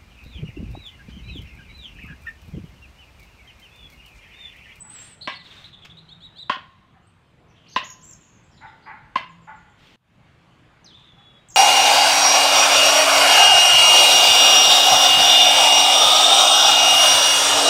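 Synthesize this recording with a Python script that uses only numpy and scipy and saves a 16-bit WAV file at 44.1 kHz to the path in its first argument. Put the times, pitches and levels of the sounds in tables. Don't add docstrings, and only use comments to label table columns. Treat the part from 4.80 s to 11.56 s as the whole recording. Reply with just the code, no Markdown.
import sys
import numpy as np
from scipy import signal
from scipy.fft import rfft, irfft, next_fast_len
from scipy.io import wavfile
from scipy.ndimage import uniform_filter1d

SR = 44100
rng = np.random.default_rng(int(sys.argv[2]) if len(sys.argv) > 2 else 0)


def wrap_up_sound(samples):
    columns = np.atleast_2d(samples).T
    tamed = np.clip(columns, -1, 1)
    steps = np.round(tamed * 32767).astype(np.int16)
    wavfile.write(sys.argv[1], SR, steps)


N = 298116


def gain_of(db):
    return 10 ** (np.asarray(db) / 20)


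def unit_level(x):
    return x / np.sqrt(np.mean(x ** 2) + 1e-20)


def at_frequency(rows, hz):
    row_hz, value = np.transpose(rows)
    return np.interp(np.log(hz + 1), np.log(row_hz + 1), value)


def along(rows, at):
    first, *columns = np.transpose(rows)
    return [np.interp(at, first, column) for column in columns]


def progress(length_s):
    return np.linspace(0, 1, max(round(length_s * SR), 64))


def add(mix, start_s, sound):
    part = mix[max(round(start_s * SR), 0):][:len(sound)]
    part += sound[:len(part)]


def coloured(x, spectrum):
    gains = gain_of(at_frequency(spectrum, np.fft.rfftfreq(len(x), 1 / SR)))
    return unit_level(irfft(rfft(x) * gains, len(x)))


def wander(size, hz):
    f = np.fft.rfftfreq(next_fast_len(size + SR // 4, True), 1 / SR)
    noise = rng.standard_normal(len(f)) + 1j * rng.standard_normal(len(f))
    return unit_level(irfft(noise * np.exp(-(f / hz) ** 2)))[:size]


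# frequency_hz, fade_s (a fade time is the time to fall by 60 dB)
TREE_ECHO = [(200, .15), (600, 0.24), (1100, 0.26), (3000, 0.26), (8000, 0.17), (15000, 0.17)]

def tree_echo(dry, echo_db, tail_db, tail_fade_s=1.03, bass_hz=450):
    bounces = rng.standard_normal(SR) * (rng.random(SR) < 4000 / SR)
    hz, t, bands = signal.stft(bounces, SR, nperseg=256)
    hz = hz[:, None]
    bands *= gain_of(-60 * t / at_frequency(TREE_ECHO, hz)) + gain_of(tail_db - 60 * t / tail_fade_s)
    bands *= hz ** 2 / (hz ** 2 + bass_hz ** 2)
    arrival = np.clip(np.arange(SR) / SR / 0.0031 - 1, 0, 1)
    echo = signal.istft(bands, SR, nperseg=256)[1][:SR] * arrival
    return dry + gain_of(echo_db) * signal.fftconvolve(dry, echo / np.linalg.norm(echo))[:N]


# frequency_hz, level_db
AIR_SPECTRUM = [(15, -42), (25, -11), (129, 0), (281, -11.5), (331, -9), (368, -14), (762, -13.5),
                (1200, -14), (3170, -19.5), (4260, -27.5), (5280, -34), (5730, -35.5), (6730, -35),
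                (9810, -43.5), (15500, -58.5)]
# time_s, rumble_db, hiss_db
BREEZE_LEVELS = [(0, -55.5, -56.5), (1.2, -54, -57.5), (2.25, -57, -62), (2.9, -52.5, -59),
                 (6.76, -54.5, -57)]
# peak_s, width_s, level_db
HUM_PEAKS = [(1.25, 0.23, -52), (4.62, 0.17, -49.5)]

def breeze_and_hum(split_hz=400, patchy_db=2, hum_hz=168, hum_floor_db=-64):
    t = np.arange(N) / SR
    bands = signal.stft(rng.standard_normal(N), SR, nperseg=1024, noverlap=768)[2]
    patches = uniform_filter1d(uniform_filter1d(rng.standard_normal(bands.shape), 7, 0), 16, 1)
    bands *= gain_of(patchy_db * unit_level(patches))
    air = coloured(signal.istft(bands, SR, nperseg=1024, noverlap=768)[1][:N], AIR_SPECTRUM)
    rumble = signal.sosfiltfilt(signal.butter(2, split_hz, fs=SR, output="sos"), air)
    swells = sum(gain_of(db) * np.exp(-((t - peak_s) / width_s) ** 2) for peak_s, width_s, db in HUM_PEAKS)
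    hum = np.sin(2 * np.pi * np.cumsum(hum_hz + 5 * wander(N, 12)) / SR)
    hum *= (gain_of(hum_floor_db) + swells) * gain_of(2 * wander(N, 12))
    rumble_db, hiss_db = along(BREEZE_LEVELS, t)
    return gain_of(rumble_db) * unit_level(rumble) + gain_of(hiss_db) * unit_level(air - rumble) + hum


def bird_note(hz, rasp, overtone_db, shimmer_db, second_side):
    flutter_depth_hz, flutter_rate_hz, side_ratio, edge_s = 480, 440, .83, 0.0044
    size, rasp = len(hz), np.clip(rasp, 0, 1)
    flutter_hz = rasp * flutter_depth_hz * wander(size, flutter_rate_hz)
    main = np.exp(2j * np.pi * np.cumsum(hz + flutter_hz) / SR)
    lower = np.exp(2j * np.pi * np.cumsum(hz * side_ratio) / SR) * wander(size, flutter_rate_hz)
    tone = main + second_side * rasp * lower
    overtones = tone ** 2 + 0.2 * (hz < 5000) * tone ** 3
    overtones *= np.exp(-4 * rasp) + 3 * rasp * wander(size, 1600)
    fade = signal.windows.tukey(size, np.clip(2 * edge_s * SR / size, 0, 1))
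    shimmer = gain_of(shimmer_db * wander(size, 110))
    return unit_level(fade * shimmer * (tone + gain_of(overtone_db) * overtones).real)


def long_call(rows, **voice):
    out, start_s, end_s = np.zeros(N), rows[0][0], rows[-1][0]
    hz, db, rasp = along(rows, np.arange(start_s, end_s, 1 / SR))
    add(out, start_s, gain_of(db) * bird_note(hz, rasp, **voice))
    return out


# time_s, pitch_hz, level_db, rasp
THIN_CALL = [(0, 8040, -40, 0.05), (.088, 7770, -46.5, 0), (.102, 8420, -43, 0.07),
             (.19, 7470, -42.5, 0.04), (.225, 7450, -43.5, 0.15), (.238, 8480, -50, 0.17),
             (.29, 8720, -53.5, 0.2), (.318, 8030, -46.5, 0), (.342, 7900, -45, .02)]
# start_s, length_s, top_pitch_hz, level_db
TWITTER_NOTES = [(2.882, 0.093, 6460, -51), (3.031, .11, 7100, -43.5), (3.21, .132, 7640, -47)]
# share_of_note, octaves_from_top, level_db
TWITTER_SHAPE = [(0, -.38, -4.5), (.2, 0, 0.5), (.4, -.09, -3), (.55, -.03, -1), (.8, -.1, 3.5),
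                 (1, -.24, -1.5)]
# time_s, pitch_hz, level_db, rasp
SWOOPING_CALL = [(6.683, 8100, -52, 0.4), (6.705, 7330, -45.5, .3), (6.717, 6270, -48.5, 0.37),
                 (6.742, 6580, -42.5, 0.1), (6.765, 7700, -41, .2)]

def twittering_bird():
    out = sum(long_call(rows, overtone_db=-24, shimmer_db=3, second_side=1.1)
              for rows in (THIN_CALL, SWOOPING_CALL))
    for start_s, length_s, top_hz, db in TWITTER_NOTES:
        octaves, swell_db = along(TWITTER_SHAPE, progress(length_s))
        note = bird_note(top_hz * 2 ** octaves, rasp=.28, overtone_db=-24.5, shimmer_db=4, second_side=1.2)
        add(out, start_s, gain_of(db) * unit_level(gain_of(swell_db) * note))
    return tree_echo(out, echo_db=-5, tail_db=-14)


# start_s, length_s, pitch_hz, level_db, mouth_factor
DOG_BARKS = [(0.021, 0.085, 279.4, -55.5, 1.03), (2.129, 0.069, 250, -60, .9),
             (3.803, 0.073, 281.2, -42.5, 1.03), (4.05, 0.084, 275.6, -39.5, 1.067),
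             (4.667, 0.0594, 284.3, -40, 0.99), (6.351, 0.077, 260, -59, 0.86)]
# centre_hz, width_hz, level_db
DOG_THROAT = [(838, 110, 2.5), (1433, 170, -5), (1956, 264, -9.5)]

def distant_dog(arch=0.2185, jitter=.03, hoarseness=.45):
    out = np.zeros(N)
    for start_s, length_s, pitch_hz, db, mouth in DOG_BARKS:
        share = progress(length_s)
        size = len(share)
        hz = pitch_hz * (1 + arch * (np.sin(np.pi * share ** 0.912) - .8) + jitter * wander(size, 200))
        cycles = np.cumsum(hz) / SR
        buzz = unit_level(sum(np.cos(2 * np.pi * k * cycles) for k in range(2, 14)))
        voice = (1 - hoarseness) * buzz + hoarseness * wander(size, 5100)
        f = np.fft.rfftfreq(size, 1 / SR)
        throat = sum(gain_of(level_db) / (1 + ((f - centre_hz * mouth) / width_hz) ** 2)
                     for centre_hz, width_hz, level_db in DOG_THROAT)
        throat /= 1 + (620 / (f + 1)) ** 8
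        bark = irfft(rfft(voice) * throat, size) * signal.windows.tukey(size, .6)
        add(out, start_s, gain_of(db) * unit_level(bark))
    return gain_of(-0.5) * tree_echo(out, echo_db=2, tail_db=-5)


# start_s, length_s, level_db, share_spent_rising
BROOM_STROKES = [(0.095, 0.26, -47.5, 0.39), (0.63, 0.28, -47.5, 0.39), (1.048, .014, -38, 0.34),
                 (4.974, 0.22, -53.5, 0.43)]
# frequency_hz, level_db
TWIG_SPECTRUM = [(150, 1.5), (500, -8.5), (1000, -6), (2000, -1.5), (3300, -0.5), (5000, -10.5),
                 (8000, -20), (11000, -31.5), (15000, -28)]

def broom(snags_per_s=2500):
    pressure = np.zeros(N)
    for start_s, length_s, db, rise in BROOM_STROKES:
        swell = np.interp(progress(length_s), [0, rise, 1], [0, 1, 0]) ** 0.37
        add(pressure, start_s, gain_of(db) * swell)
    snags = (rng.random(N) < snags_per_s / SR) * rng.standard_normal(N)
    snags *= gain_of(np.minimum(rng.exponential(1, N), 4))
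    scratch = coloured(unit_level(snags) + 1.5 * rng.standard_normal(N), TWIG_SPECTRUM)
    return tree_echo(pressure * scratch, echo_db=-7, tail_db=-25)


# start_s, pitch_hz, level_db, glide_octaves
CHIP_NOTES = [(.409, 4143, -37.5, .15), (.438, 4145, -39.5, .1), (.519, 3600, -40.5, -.45),
              (.547, 4330, -43, -0.086), (.594, 3800, -47, -.3), (.647, 3700, -46.5, -.4),
              (.7, 3500, -48, 0), (.764, 3550, -47, 0.03), (.84, 3870, -42, 0.05), (.926, 3550, -44.5, 0),
              (.97, 3480, -53, -.1), (1.02, 3280, -46.5, 0), (1.096, 3444, -46.5, .08),
              (1.168, 3760, -45, 0.17)]
# start_s, length_s, top_pitch_hz, level_db, share_of_arch_sung, upper_voice_db
CHIRP_NOTES = [(1.28, 0.058, 3850, -46, 0.64, -4.5), (1.401, 0.075, 3910, -44, .95, -13),
               (1.558, .082, 4010, -40, 0.97, -9)]
# share_of_arch, octaves_from_top, level_db
CHIRP_SHAPE = [(0, -.36, -17), (.3, -.18, -8), (.5, -.04, 0.5), (.7, 0, -0.5), (.85, -.07, -2),
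               (1, -0.41, -9.5)]
# time_s, pitch_hz, level_db, rasp
PLUNGING_CALL = [(6.042, 6520, -46, 0.14), (6.07, 4220, -44.5, 0.25), (6.1, 3660, -50, .25),
                 (6.128, 3000, -49.5, .12), (6.155, 3700, -46.5, 0.16), (6.195, 3605, -56, .55),
                 (6.275, 3585, -51.5, 0.35), (6.315, 3435, -54.5, 0.07), (6.58, 3374, -57, 0.03)]

def chattering_bird(chip_s=.031, chip_arch_octaves=0.059, upper_ratio=1.24, upper_share=0.44):
    out = long_call(PLUNGING_CALL, overtone_db=-27, shimmer_db=3, second_side=0.44)
    share = progress(chip_s)
    for start_s, pitch_hz, db, glide in CHIP_NOTES:
        hz = pitch_hz * 2 ** (glide * (share - .5) + chip_arch_octaves * (np.sin(np.pi * share) - .5))
        chip = bird_note(hz, rasp=.38, overtone_db=-29.5, shimmer_db=1.5, second_side=.4)
        add(out, start_s, gain_of(db) * chip)
    for start_s, length_s, top_hz, db, sung, upper_db in CHIRP_NOTES:
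        octaves, swell_db = along(CHIRP_SHAPE, sung * progress(length_s))
        chirp = bird_note(top_hz * 2 ** octaves, rasp=.08, overtone_db=-25, shimmer_db=1.9, second_side=.3)
        add(out, start_s, gain_of(db) * unit_level(gain_of(swell_db) * chirp))
        octaves, _ = along(CHIRP_SHAPE, upper_share * progress(upper_share * length_s))
        upper_hz = upper_ratio * top_hz * 2 ** octaves
        upper = bird_note(upper_hz, rasp=.24, overtone_db=-25, shimmer_db=3.5, second_side=.3)
        add(out, start_s, gain_of(db + upper_db) * upper)
    return tree_echo(out, echo_db=-7.5, tail_db=-9.5)


def ringing_wood(tones, t, tuning=1, contact_s=0.0024):
    push = 1 - np.exp(-(t / contact_s) ** 2)
    return push * sum(gain_of(db - 60 * t / fade_s) * np.sin(2 * np.pi * hz * tuning * t)
                      for hz, db, fade_s in tones)


# start_s, crack_db, brightness_db_per_octave, log_db, log_pitch_factor,
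# thud_above_crack_db, twang_hz, twang_db, rebound_after_s
MACHETE_BLOWS = [(.474, -20, 0, -24.5, 1.04, -1.5, 1994, -21, .05),
                 (1.696, -19.5, -.9, -10, 1.01, 3, 1785, -30, 0.071),
                 (2.961, -18.5, .6, -10.5, 0.984, 1, 2850, -31, .066),
                 (4.356, -19, 1.6, -9, .995, 0, 2811, -28, 0.05)]
# frequency_hz, level_db
CRACK_SPECTRUM = [(200, -19.5), (450, -12.5), (700, 2.5), (1050, -2), (1300, -4.5), (1650, 2), (2300, -1.5),
                  (3200, -2), (4200, -13.5), (5600, -21.5), (8000, -34), (11000, -47.5), (15000, -50)]
# pitch_hz, level_db, fade_s
LOG_TONES = [(1048, 1, 0.038), (1455, -20.5, 0.032), (1650, -16, 0.032)]
# pitch_hz, level_db, fade_s
BLOCK_TONES = [(240, 5, 0.02), (617, -3, 0.057), (762, -13, 0.022)]

def chopping(crack_fade_s=0.03, bite_s=.0012, twang_fade_s=.09, crunch_db=4, rebound_db=-15):
    out, t = np.zeros(N), np.arange(SR // 5) / SR
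    for start_s, crack_db, tilt, log_db, tuning, thud_db, twang_hz, twang_db, rebound_s in MACHETE_BLOWS:
        crack, knock = np.zeros(N), np.zeros(N)
        clumps = gain_of(crunch_db * wander(len(t), 770))
        spectrum = [(hz, db + tilt * np.log2(hz)) for hz, db in CRACK_SPECTRUM]
        fibres = coloured(rng.standard_normal(len(t)) * clumps, spectrum) * (1 - np.exp(-t / bite_s))
        add(crack, start_s, gain_of(crack_db + 7.5 - 60 * t / crack_fade_s) * fibres)
        add(crack, start_s, ringing_wood([(twang_hz, twang_db, twang_fade_s)], t))
        thud = gain_of(crack_db + thud_db) * ringing_wood(BLOCK_TONES, t, tuning=0.99)
        add(knock, start_s + 0.00099, gain_of(log_db + 8.5) * ringing_wood(LOG_TONES, t, tuning))
        add(knock, start_s + .002, thud)
        add(knock, start_s + rebound_s, gain_of(rebound_db) * thud)
        out += tree_echo(crack, echo_db=.5, tail_db=-28) + tree_echo(knock, echo_db=-10, tail_db=-18.5)
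    return out


# start_s, length_s, first_hz, held_hz, level_db
SLIDING_NOTES = [(2.215, .075, 6600, 8900, -73), (3.634, 0.2, 7800, 7020, -73),
                 (3.84, .24, 5210, 4870, -74), (6.37, .25, 3845, 3790, -68.5)]
# start_s, pitch_hz, level_db
FALLING_NOTES = [(2.68, 5930, -71), (2.69, 2387, -66.5), (2.75, 3150, -60), (2.832, 3030, -57.5),
                 (2.868, 4270, -59.5), (2.91, 4460, -54.5), (3.405, 6990, -58.5), (3.465, 6700, -63.5),
                 (3.535, 6450, -67), (3.712, 5120, -65.5), (3.772, 3840, -60.5), (3.85, 3700, -61),
                 (4.02, 4360, -66.5), (4.487, 7100, -71), (4.617, 7160, -69.5), (4.752, 7100, -70.5),
                 (4.893, 7150, -74)]

def far_birds(fall_s=0.044, fall_octaves=0.141, hoarse_hz=2100, settle_s=0.05):
    out = np.zeros(N)
    for start_s, pitch_hz, db in FALLING_NOTES:
        hz = pitch_hz * 2 ** (fall_octaves * (.5 - progress(fall_s)))
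        note = bird_note(hz, rasp=hoarse_hz / pitch_hz, overtone_db=-30.5, shimmer_db=4, second_side=.5)
        add(out, start_s, gain_of(db) * note)
    for start_s, length_s, first_hz, held_hz, db in SLIDING_NOTES:
        hz = held_hz + (first_hz - held_hz) * np.exp(-length_s * progress(length_s) / settle_s)
        note = bird_note(hz, rasp=.04, overtone_db=-33, shimmer_db=4.5, second_side=.3)
        add(out, start_s, gain_of(db) * note)
    return tree_echo(out, echo_db=1.5, tail_db=-4.5)


def scene():
    return (breeze_and_hum() + twittering_bird() + distant_dog() + broom()
            + chattering_bird() + chopping() + far_birds())[None]


def record(dry):
    dip_start_s, depth_db, fall_s, hold_s, recover_s = 5.158, -21.5, 0.0065, 0.03, 0.087
    mic_db, hiss_db, cutoff_hz = -2.5, -87.5, 15600
    t = np.arange(N) / SR - dip_start_s
    dip_db = depth_db * np.clip(t / fall_s, 0, 1) * np.exp(-np.maximum(t - hold_s, 0) / recover_s)
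    heard = dry * gain_of(mic_db + dip_db) + gain_of(hiss_db) * rng.standard_normal(N)
    lowpass = signal.firwin(511, cutoff_hz, window=("kaiser", 9), fs=SR)
    return signal.oaconvolve(heard, lowpass[None], "same")


dry = scene()
out = record(dry)
wrap_up_sound(out)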